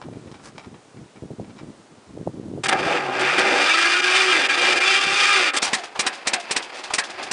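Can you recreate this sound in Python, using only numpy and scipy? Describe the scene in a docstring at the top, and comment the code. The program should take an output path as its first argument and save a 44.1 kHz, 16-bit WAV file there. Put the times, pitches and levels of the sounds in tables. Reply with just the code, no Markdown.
"""An open dirt yard, where wind buffets the microphone and an old two-cylinder tractor is started.
Levers click, then the starter pinion clashes in and grinds the flywheel round; its tooth impacts
make a whine that sags under each compression and excites the resonances of the iron.
The engine catches: each firing releases a pressure pulse and a hissing jet of gas, and these
come in pairs over the clatter of gears and tappets."""
import sys
import numpy as np
from scipy import signal
from scipy.fft import rfft, irfft
from scipy.io import wavfile

SR = 44100
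rng = np.random.default_rng(int(sys.argv[2]) if len(sys.argv) > 2 else 0)


def dump_mix(stems):
    """Bounce the given channels to the path in sys.argv[1] as a 16-bit WAV at rate SR."""
    frames = np.atleast_2d(stems).T  # one column per channel
    limited = np.clip(frames, -1, 1)  # hard clip at full scale
    pcm = np.round(limited * 32767).astype(np.int16)
    wavfile.write(sys.argv[1], SR, pcm)


N = 322812
TIME = np.arange(N) / SR
FREQ = np.arange(N // 2 + 1) * SR / N
CRANK_START_S, CRANK_END_S, CRANK_HZ = 2.715, 5.512, 340  # CRANK_HZ: nominal tooth rate
CRACK_LAG_S = 0.0051  # from a firing until its valve is fully open

# modes of flywheel, gear and housing: f/Hz, bandwidth/Hz, lift/dB
IRON_MODES = [(376, 31.6, 15.5), (494, 13, 12.5), (547, 82, 6.5), (666, 9.4, 5.5), (777, 34, 8),
              (812, 23, 4.5), (896, 13, 1.5), (1228, 19, 10.5), (1310, 19, 12.5), (1433, 47, 8.5),
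              (1628, 78, 11), (1798, 65, 9), (1938, 26, 8.5), (2085, 62, 6.5), (2360, 30, 11),
              (2432, 54, 7.5), (2685, 16, 6), (2837, 93, 6), (3210, 118, 11), (3220, 55, -2.5),
              (3517, 185, 10.5), (4550, 37, 8.5), (4804, 86, 5.5), (6130, 82, 5.5), (7470, 270, 3),
              (8780, 150, 5.5)]
# spectrum of gas jets and skidding teeth: f/Hz, level/dB
BLAST_SPECTRUM = [(60, -25.5), (150, -22), (280, -2.5), (480, -5.5), (850, 1), (1300, 0), (1950, 2),
                  (2800, 3), (3500, 0.5), (5000, 3), (6500, -1), (8500, 1.5), (10000, -7)]
# spectrum of rubbing levers and tappets: f/Hz, level/dB
SCRAPE_SPECTRUM = [(300, -9.5), (800, 11), (1700, 2), (3000, 0.5), (5000, -2), (10000, -14.5)]
# firings: t/s, level/dB, hold/s, cylinder (0 or 1), relative knock/dB, relative clang/dB, clang f/Hz
FIRINGS = [(5.625, -20, 0.032, 0, 4.5, -1, 1480), (5.73, -17.5, 0.022, 1, 4.5, 5, 1770),
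           (5.991, -17, 0.017, 0, 1, 5, 2420), (6.063, -17, 0.015, 1, -3, 6, 1900),
           (6.269, -17.5, 0.014, 0, 0, 0, 1810), (6.332, -16.5, 0.013, 1, -3, 1, 2570),
           (6.508, -19.5, 0.014, 0, 1, -9, 2430), (6.562, -16.5, 0.012, 1, -4, 6, 1900),
           (6.935, -19, 0.015, 0, 2, -6, 770), (6.982, -17, 0.015, 1, -2, 9, 2020),
           (7.311, -21.5, 0.012, 0, 2, 0, 2000)]


def undb(db):
    """The decibel scale: level to amplitude ratio."""
    return 10 ** (np.asarray(db) / 20)


def unit(x):
    """Normalisation to an rms of 1."""
    return x / np.sqrt(np.mean(x ** 2))


def curve(table):
    """Linear interpolation of (t/s, value) points."""
    return np.interp(TIME, *np.transpose(table))


def between(start, end, fade):
    """A time gate with linear ramps inside its ends."""
    return np.clip(np.minimum(TIME - start, end - TIME) / fade, 0, 1)


def swell(t, half):
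    """A Gaussian window, down to 1/e at `half` seconds either side of t."""
    return np.exp(-np.minimum(((TIME - t) / half) ** 2, 40))


def envelope(age, rise, hold, decay):
    """Linear attack, hold and exponential decay."""
    return np.clip(age / rise, 0, 1) * np.exp(-np.maximum(age - hold, 0) / decay)


def walk(rate):
    """Random modulation: `rate` values a second, interpolated, with a spread near 1."""
    return 1.2 * np.interp(TIME * rate, np.arange(N // 20), rng.standard_normal(N // 20))


def grains(rate, spread_db):
    """Shot noise: tiny impacts of uneven size at random times."""
    hits = rng.random(N) < rate / SR
    return unit(hits * rng.standard_normal(N) * undb(spread_db * rng.standard_normal(N)))


def slap(t, hz):
    """A Ricker pulse: one pressure peak between shallow troughs, its spectrum centred on hz."""
    u = np.minimum((np.pi * hz * (TIME - t)) ** 2, 40)
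    return (1 - 2 * u) * np.exp(-u)


def colour(x, spectrum):
    """Minimum-phase filtering to a (f/Hz, level/dB) shape, at unit rms."""
    hz, db = np.transpose(spectrum)
    gain = undb(np.interp(np.log(FREQ + 1), np.log(hz), db))
    cepstrum = irfft(np.log(gain), N)
    cepstrum[1:N // 2] *= 2  # folding the cepstrum makes the filter causal
    cepstrum[N // 2 + 1:] = 0
    return unit(irfft(rfft(x) * np.exp(rfft(cepstrum)), N))


def treble(x, hz):
    """Zero-phase high-pass filtering."""
    return irfft(rfft(x) * FREQ ** 4 / (FREQ ** 4 + hz ** 4), N)


def bursts(x, table, rise, decay, split_hz):
    """Amplitude gating: one burst of x for each row of (t/s, level/dB, hold/s, treble/dB)."""
    high, out = treble(x, split_hz), np.zeros(N)
    for t, db, hold, treble_db in table:
        part = slice(int(t * SR), int(t * SR) + SR // 2)
        shelved = x[part] + (undb(treble_db) - 1) * high[part]
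        out[part] += undb(db) * envelope(TIME[part] - t, rise, hold, decay) * shelved
    return out


def ring(x, modes, share):
    """Forced resonance: a sound plus the response of a body's modes to it."""
    response = sum((undb(db) - 1) / (1 + 2j * (FREQ - hz) / width) for hz, width, db in modes)
    return irfft(rfft(x) * (1 + share * response), N)


def shimmer(x, modes, share, vary_db=2.2, vary_hz=24):
    """Modal response to a moving contact point: each mode waxes and wanes on its own."""
    spectrum, out = rfft(x), 0
    for hz, width, db in modes:
        mode = irfft(spectrum / (1 + 2j * (FREQ - hz) / width), N)
        out += (undb(db) - 1) * mode * unit(undb(vary_db * walk(vary_hz)))
    return share * out


def struck(t, modes, decay):
    """Damped free vibration of (f/Hz, level/dB) modes after a blow at t."""
    out, part = np.zeros(N), slice(int(t * SR), int(t * SR) + SR // 10)
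    age = np.maximum(TIME[part] - t, 0)
    out[part] = sum(undb(db) * np.sin(2 * np.pi * hz * age) for hz, db in modes) * np.exp(-age / decay)
    return out


def yard_air():
    """Ambient noise: a faint broadband hush whose level sways slowly."""
    # spectrum of the hush: f/Hz, level/dB
    spectrum = [(18, -28), (30, -28), (161, -7.5), (249, -2.5), (358, 2.5), (1270, -5.5), (1740, -9.5),
                (2440, -12), (8040, -17.5), (10000, -21), (13000, -74), (22000, -120)]
    return undb(-50.5) * colour(rng.standard_normal(N), spectrum) * undb(0.6 * walk(4.1))


def yard_echo(x, t60, delay):
    """Scattering from sheds and trees returns a dull, exponentially decaying tail."""
    tail = rng.standard_normal(N) * undb(-60 * TIME / t60) * (TIME > delay)
    tail -= treble(tail, hz=2850)
    return signal.fftconvolve(x, tail / np.sqrt(np.sum(tail ** 2)))[:N]


def wind():
    """Turbulent pressure: eddies slap the microphone port in gusts, over a breeze that dies early on."""
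    # gusts: t/s, level/dB, hold/s
    gusts = [(0.022, -34, 0.16), (0.215, -40.5, 0.13), (0.353, -49, 0.38), (0.66, -43, 0.086),
             (0.942, -40.5, 0.11), (1.155, -39, 0.017), (1.216, -30.5, 0.044), (1.299, -26, 0.016),
             (1.379, -32, 0.042), (1.445, -43.5, 0.22), (1.58, -39, 0.11), (1.694, -49, 0.056),
             (1.79, -46, .018), (1.9, -47, .018), (1.96, -49, 0.02), (2.063, -45.5, 0.089),
             (2.133, -36.5, 0.1), (2.256, -22.5, 0.026), (2.327, -34, 0.28), (2.637, -35.5, 0.23),
             (5.02, -46, 0.15), (7.057, -55.5, 0.27)]
    # spectrum of the eddies: f/Hz, level/dB
    spectrum = [(25, -32), (60, -8), (120, 5.5), (200, 4.5), (320, 3), (480, -5), (700, -16.5), (1000, -22),
                (1600, -57), (4000, -43)]
    # single buffets: t/s, peak level/dB, f/Hz
    buffets = [(0.087, -23, 483), (.172, -23.5, 278), (1.237, -21.5, 330), (1.306, -22.5, 423),
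               (1.399, -17.5, 453), (2.176, -20.5, 376), (2.213, -26, 420), (2.275, -8.5, 493),
               (2.399, -19.5, 270), (2.432, -28, 330), (2.538, -22, 347), (2.577, -18.5, 406),
               (2.587, -18, 324), (5.07, -24, 216)]
    force = sum(undb(db) * envelope(TIME - t, 0.016, hold, decay=0.015) for t, db, hold in gusts)
    breeze = undb(-59.5) * between(-1, CRANK_START_S, fade=0.016)
    eddies = colour(grains(rate=900, spread_db=3), spectrum)
    flutter = unit(undb(2 * walk(55)))
    return eddies * flutter * (force + breeze) + sum(undb(db) * slap(t, hz) for t, db, hz in buffets)


def boot_scuff():
    """Granular friction: a boot scuffs the dirt once."""
    # spectrum of the scuff: f/Hz, level/dB
    spectrum = [(500, 8), (1200, 9), (2200, 2), (3400, -2), (5000, 1), (7500, -1.5), (10000, -6)]
    return colour(grains(rate=3200, spread_db=0.5), spectrum) * undb(-40.5) * swell(0.461, half=0.033)


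def levers():
    """Impact and friction: hand controls click home, drag a little and set their linkage ringing."""
    # lever movements: t/s, relative level/dB, hold/s, treble/dB
    moves = [(0.014, -36, 0.013, -9), (0.128, -42.5, .003, -15), (0.16, -52, .002, -8),
             (0.272, -45, 0.0044, -12), (0.313, -43, .003, 3), (0.339, -43, 0.012, -4),
             (0.395, -43, .003, -16), (0.554, -47, .004, -4), (0.578, -38, 0.016, -3),
             (0.613, -51, .002, -4), (0.63, -45, .003, -18), (0.645, -43, .002, -8),
             (0.741, -42, 0.0057, -28), (0.967, -48, 0.0046, -10), (1.158, -43.5, .004, -14),
             (1.44, -45, .004, -9), (1.496, -44, .003, -6), (1.558, -46, .003, -2), (1.58, -37.5, 0.01, -7)]
    # modes of the linkage: f/Hz, bandwidth/Hz, lift/dB
    linkage = [(1380, 60, 6), (1920, 60, 7), (2330, 55, 15), (3200, 120, 6), (3890, 140, 8), (5020, 160, 9),
               (5440, 90, 9)]
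    rub = colour(grains(rate=2000, spread_db=-2.5), SCRAPE_SPECTRUM)
    ticks = [(t, db - 14.5, 0.001, treble_db) for t, db, _, treble_db in moves]
    contact = bursts(rub, moves, rise=0.002, decay=0.013, split_hz=2850)
    contact += bursts(rub, ticks, rise=0.00028, decay=0.0015, split_hz=3900)
    return undb(-2) * (contact + shimmer(contact, linkage, share=0.83, vary_db=4.5, vary_hz=12))


def whistles():
    """Falling glides: short, unsteady tones sing out after some clashes and firings."""
    # glides: t/s, start f/Hz, end f/Hz, level/dB, length/s
    glides = [(2.671, 765, 752, -25, 0.11), (2.87, 678, 668, -31, .11), (5.752, 800, 640, -28, 0.08),
              (6.337, 770, 675, -27, 0.08), (6.995, 1700, 1630, -24.5, 0.045)]
    out = 0
    for t, start_hz, end_hz, db, length in glides:
        progress = np.clip((TIME - t) / length, 0, 1)
        hz = (start_hz + (end_hz - start_hz) * progress) * (1 + 0.0264 * walk(300))
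        gain = undb(db + 3 * walk(150)) * np.sin(np.pi * np.sqrt(progress))
        out += gain * np.sin(2 * np.pi * np.cumsum(hz) / SR)
    return out


def pings():
    """Single-mode excitation: the pinion catches and one note of the iron stands out."""
    # pings: t/s, f/Hz, level/dB, half-length/s
    notes = [(3.692, 1300, -19, 0.026), (3.715, 2362, -13.5, .011), (3.749, 1320, -17.5, 0.017),
             (3.826, 1366, -23, 0.019), (3.96, 1446, -19, 0.022), (4.213, 2403, -17, 0.012),
             (4.306, 1310, -21, 0.022), (4.5, 2393, -9.5, 0.004), (4.83, 2366, -15, 0.013),
             (5.214, 1228, -22, 0.045), (5.313, 1228, -19, 0.019), (5.328, 2394, -19, 0.033)]
    wavering_time = np.cumsum(1 + 0.014 * walk(300)) / SR
    return sum(undb(db) * swell(t, half) * np.sin(2 * np.pi * hz * wavering_time)
               for t, hz, db, half in notes)


def squeal():
    """Friction-driven vibration: the rubbed ring gear holds two close, unsteady notes."""
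    # notes of the ring gear: f/Hz, level/dB
    notes = [(2366, -26), (2402, -29)]
    out = 0
    for hz, db in notes:
        gain = undb(db + 1.5 * walk(53))
        cycles = np.cumsum(hz * (1 + 0.007 * walk(250))) / SR
        out += gain * np.sin(2 * np.pi * cycles)
    return out


def whine(teeth_passed, tooth_hz, harmonics):
    """Gear-mesh harmonics, ragged at low speed, swell as they glide through the iron's resonances."""
    # how well the iron radiates: f/Hz, level/dB
    radiation = [(120, -5.5), (200, -7.5), (290, -5.5), (345, -3.5), (378, -6), (415, -13.5), (470, -15),
                 (560, -20), (700, -14), (800, -14), (1000, -12), (1140, -3), (1230, -3.5), (1320, -12),
                 (1420, -3.5), (1700, -10.5), (2100, -9.5), (2370, -10), (2700, -9), (3600, -15)]
    at_hz, db = np.transpose(radiation)
    backlash = 0.018 * (CRANK_HZ / tooth_hz) ** 1.4  # play of the teeth, in cycles
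    tones = 0
    for k in range(1, harmonics + 1):
        gain = undb(np.interp(k * tooth_hz, at_hz, db) + 1.7 * np.sqrt(k) * walk(25))
        tones += gain * np.sin(2 * np.pi * k * (teeth_passed + backlash * walk(90)))
    return ring(tones, IRON_MODES, share=0.28)


def clashes():
    """Sliding contact: tooth tips skid as the pinion goes in, jumps a tooth and is thrown out."""
    # skids: t/s, level/dB, hold/s, treble/dB
    skids = [(2.634, -20.5, 0.016, -3.5), (2.653, -15.5, 0.017, -14), (2.682, -12.5, 0.018, -7.5),
             (2.703, -16, 0.02, -23), (2.724, -9, 0.011, -17), (3.19, -19.5, 0.031, -13.5),
             (3.378, -11.5, 0.02, -13.5), (5.533, -18.5, 0.042, -9.5), (5.565, -21, 0.022, 1.5)]
    friction = colour(grains(rate=6000, spread_db=0.5), BLAST_SPECTRUM)
    contact = bursts(friction, skids, rise=0.0044, decay=0.0014, split_hz=2670)
    return ring(contact, IRON_MODES, share=0.58)


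def starter():
    """Gear-mesh excitation: pinion teeth strike and scrape the ring gear; the loaded housing rumbles."""
    # tooth rate, sagging under compression: t/s, f/Hz
    mesh = [(2.7, 159), (2.93, 167), (3.07, 131.7), (3.22, 123), (3.46, 213.3), (3.62, 301.2), (3.7, 325.1),
            (3.85, 342), (4.02, 359.8), (4.2, 383.8), (4.28, 370.5), (4.35, 336), (4.45, 261),
            (4.52, 276.7), (4.6, 349), (4.7, 374.4), (4.78, 340), (4.85, 378.2), (5.0, 394.8), (5.1, 391.7),
            (5.2, 410.4), (5.33, 407), (5.38, 382), (5.42, 346.6), (5.5, 297.6)]
    # grinding as the pinion bears on the ring gear: t/s, level/dB
    bite = [(2.74, -32), (2.78, -25.5), (2.89, -21.5), (2.97, -22), (3.02, -27.5), (3.12, -27.5),
            (3.24, -15.5), (3.55, -19.5), (3.72, -18.5), (4.05, -21), (4.13, -18.5), (4.22, -19),
            (4.42, -19), (4.53, -20), (4.86, -19), (5.12, -21), (5.2, -18), (5.33, -18.5), (5.5, -21.5)]
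    # strain against each compression: t/s, load (0-1), half-length/s
    strains = [(2.733, 0.58, 0.047), (2.91, 0.59, 0.12), (3.095, 0.4, 0.032), (3.206, 0.67, 0.056),
               (3.414, 0.5, 0.089), (3.548, 0.58, 0.11), (4.13, 0.18, 0.032), (4.377, 0.48, 0.042),
               (4.685, 0.52, 0.086), (5.421, 0.18, 0.025)]
    # brief dips in grinding and whine: t/s, depth (0-1)
    lulls = [(3.36, 0.18), (4.015, 0.85), (4.481, 1), (4.525, 0.29), (4.565, 0.57), (4.752, 0.6),
             (4.797, 0.79), (4.999, 0.47), (5.058, 0.5)]
    # spectrum of the grinding teeth: f/Hz, level/dB
    grind_spectrum = [(80, -69), (200, -46), (500, -36.5), (900, -2.5), (1250, 1), (1800, 0), (2600, 5),
                      (3300, -8.5), (4000, -8), (5000, -6.5), (6500, -15), (8500, -18), (10000, -24.5)]
    # spectrum of the housing: f/Hz, level/dB
    rumble_spectrum = [(40, -43), (90, -16.5), (160, -8), (300, 1.5), (500, 3.5), (850, 10.5), (1100, -2),
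                       (1600, -7.5), (3000, -59)]
    tooth_hz, grind_db = curve(mesh), curve(bite)
    speed, octaves = np.minimum(tooth_hz / CRANK_HZ, 1), np.log2(tooth_hz / CRANK_HZ)
    load = sum(size * swell(t, half) for t, size, half in strains)
    teeth_passed = np.cumsum(tooth_hz * (1 + 0.008 * walk(70))) / SR
    # one blow a tooth, and a scrape that fades slightly until the next
    blows = unit(np.diff(np.floor(teeth_passed), prepend=0) * undb(1.8 * walk(500)))
    scrape = unit(grains(rate=7000, spread_db=1.5) * np.exp(-(teeth_passed % 1) / 4.5))
    rasp = colour(undb(-10) * blows + scrape, grind_spectrum)
    # speed adds ringing and treble; a harder bite dulls the treble a little
    grind = unit(rasp + np.sqrt(speed) * shimmer(rasp, IRON_MODES, share=1.3))
    treble_db = 7 + 7 * octaves - 0.15 * (grind_db - np.median([db for _, db in bite]))
    grind += (undb(treble_db) - 1) * treble(grind, hz=3760)
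    churn = undb(-13.5) * blows + grains(rate=3500, spread_db=1)
    rumble = colour(churn + shimmer(churn, IRON_MODES, share=1), rumble_spectrum)
    rumble *= undb(-32.5) + undb(-21) * load
    # the 13-tooth pinion runs out of true, so the bite swells once a turn
    wobble = unit(undb(np.sin(2 * np.pi * teeth_passed / 13) + walk(60)))
    dips = np.prod([1 - min(depth, 1) * swell(t, half=0.01) for t, depth in lulls], axis=0)
    whine_db = -28.5 + load + 7 * octaves
    tones = whine(teeth_passed, tooth_hz, harmonics=9) * undb(whine_db) + squeal() * speed ** 4
    sound = wobble * (dips * grind * undb(grind_db) + rumble) + dips * tones + pings()
    return sound * between(CRANK_START_S, CRANK_END_S, fade=0.011)


def clatter():
    """Impact noise of gears and tappets: louder as a firing kicks the flywheel, fading as it coasts."""
    # spectrum of the gears: f/Hz, level/dB
    spectrum = [(40, -57), (110, -53), (180, -4), (250, 4), (340, 8.5), (480, 4), (760, 13.5), (1200, 6.5),
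                (2400, 7), (3500, -2), (4800, -2.5), (6500, -25), (10000, -41)]
    # modes of the valve covers: f/Hz, bandwidth/Hz, lift/dB
    covers = [(2600, 45, 11), (4950, 250, 5)]
    # chatter of flywheel turns without a firing: t/s, level/dB
    idle_turns = [(6.81, -42), (7.23, -38.5)]
    # valve gear rattles: t/s, level/dB, hold/s, treble/dB
    rattles = [(5.618, -23.5, 0.0037, 12), (5.663, -24, 0.022, 0), (5.765, -39, 0.033, 6),
               (5.833, -31.5, 0.006, 5.5), (5.944, -38, 0.016, -9), (5.952, -29, 0.012, -8),
               (6.127, -46, 0.026, 13.5), (6.255, -30, 0.043, -38), (6.396, -39.5, .008, 12.5),
               (6.472, -38, 0.013, -12), (6.62, -38.5, 0.014, 10), (6.737, -40, 0.069, 3.5),
               (6.833, -33, 0.015, 6), (6.899, -25.5, 0.01, -7), (7.034, -37, 0.015, 9.5),
               (7.097, -41, .006, 11), (7.224, -37.5, 0.013, 12)]
    wind_up_s, run_down_s, coast_db, kick_db = 0.023, 0.052, -41.5, -19.5
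    gears = colour(ring(grains(rate=4500, spread_db=0), IRON_MODES, share=0.18), spectrum)
    tappets = colour(ring(grains(rate=9000, spread_db=1.5), IRON_MODES, share=0.19), SCRAPE_SPECTRUM)
    kicks = sum(undb(db + kick_db) * np.exp(-np.maximum((t - TIME) / wind_up_s, (TIME - t) / run_down_s))
                for t, db, *_ in FIRINGS)
    drive = undb(coast_db) + kicks + sum(undb(db) * swell(t, half=0.1) for t, db in idle_turns)
    chatter = ring(gears + undb(-8) * treble(tappets, hz=3500), covers, share=0.61)
    chatter *= drive * undb(2.8 * walk(70)) * between(CRANK_END_S, 8, fade=0.032)
    return chatter + bursts(tappets, rattles, rise=0.006, decay=0.017, split_hz=2300)


def knocks():
    """Impulse response: each firing rings the block; a snap and a clang follow as the valve opens."""
    # modes of the engine block: f/Hz, relative level/dB
    block_modes = [(185, -17), (262, -8), (345, 2), (470, -4)]
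    block = snaps = clangs = 0
    for t, db, _, _, knock_db, clang_db, clang_hz in FIRINGS:
        block += undb(db + knock_db - 7) * struck(t, block_modes, decay=0.0037)
        snaps += undb(db + 3) * slap(t + CRACK_LAG_S, hz=2100)
        clangs += struck(t + CRACK_LAG_S, [(clang_hz, db + clang_db)], decay=0.0015)
    return treble(block, hz=140) + snaps + clangs


def exhaust():
    """Jet noise and pipe resonance: each firing thuds, cracks and spits gas through the ringing stack."""
    # gas whistles, one list for each cylinder's outlet: f/Hz, bandwidth/Hz, lift/dB
    outlets = [
        [(740, 27, 7), (1500, 64, 3), (2370, 130, 12.5), (3910, 99, 9), (5700, 780, 5)],
        [(1040, 90, 6.5), (1900, 340, 10.5), (2500, 140, 9), (3800, 180, 10)],
    ]
    # gas release of each cylinder: rise/s, decay/s, treble/dB
    releases = [(.003, 0.0095, 0), (.003, 0.008, -2)]
    # modes of the exhaust stack: f/Hz, bandwidth/Hz, lift/dB
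    stack = [(230, 30, 1.5), (342, 12, 8), (720, 8.8, 11.5), (860, 7.4, 10.5), (1033, 17, 8.5)]
    jets = 0
    for cylinder, (outlet, (rise, decay, treble_db)) in enumerate(zip(outlets, releases)):
        spits = [(t, db, hold, treble_db) for t, db, hold, which, *_ in FIRINGS if which == cylinder]
        gas = colour(ring(rng.standard_normal(N), outlet, share=0.6), BLAST_SPECTRUM)
        gas *= unit(undb(walk(400)))  # makes the hiss ragged
        cracks = gas * sum(undb(db - 7) * swell(t + CRACK_LAG_S, half=0.0027) for t, db, *_ in spits)
        after_hiss = undb(-23) * bursts(gas, spits, rise, decay=0.01, split_hz=8300)
        jets += bursts(gas, spits, rise, decay, split_hz=7500) + cracks + after_hiss
    thuds = sum(undb(db + knock_db) * slap(t + 0.0023, hz=237) for t, db, _, _, knock_db, *_ in FIRINGS)
    return ring(jets + treble(thuds, hz=179), stack, share=0.43)


def scene():
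    """Superposition of the tractor, its echo, the wind and the air of the yard, in one channel."""
    direct = boot_scuff() + levers() + starter() + clashes()
    direct += exhaust() + knocks() + whistles() + clatter()
    air = yard_air()
    echo = undb(-18.5) * yard_echo(direct, t60=0.19, delay=0.014)
    return (direct + echo + wind() + air)[None]


def record(dry):
    """Soft saturation rounds the loudest peaks, and a steep low-pass filter cuts the top."""
    rounded = np.tanh(1.15 * dry) / 1.354
    low_pass = signal.ellip(10, 0.2, 70, 10100, fs=SR, output="sos")
    return signal.sosfilt(low_pass, rounded)


dry = scene()
out = record(dry)
dump_mix(out)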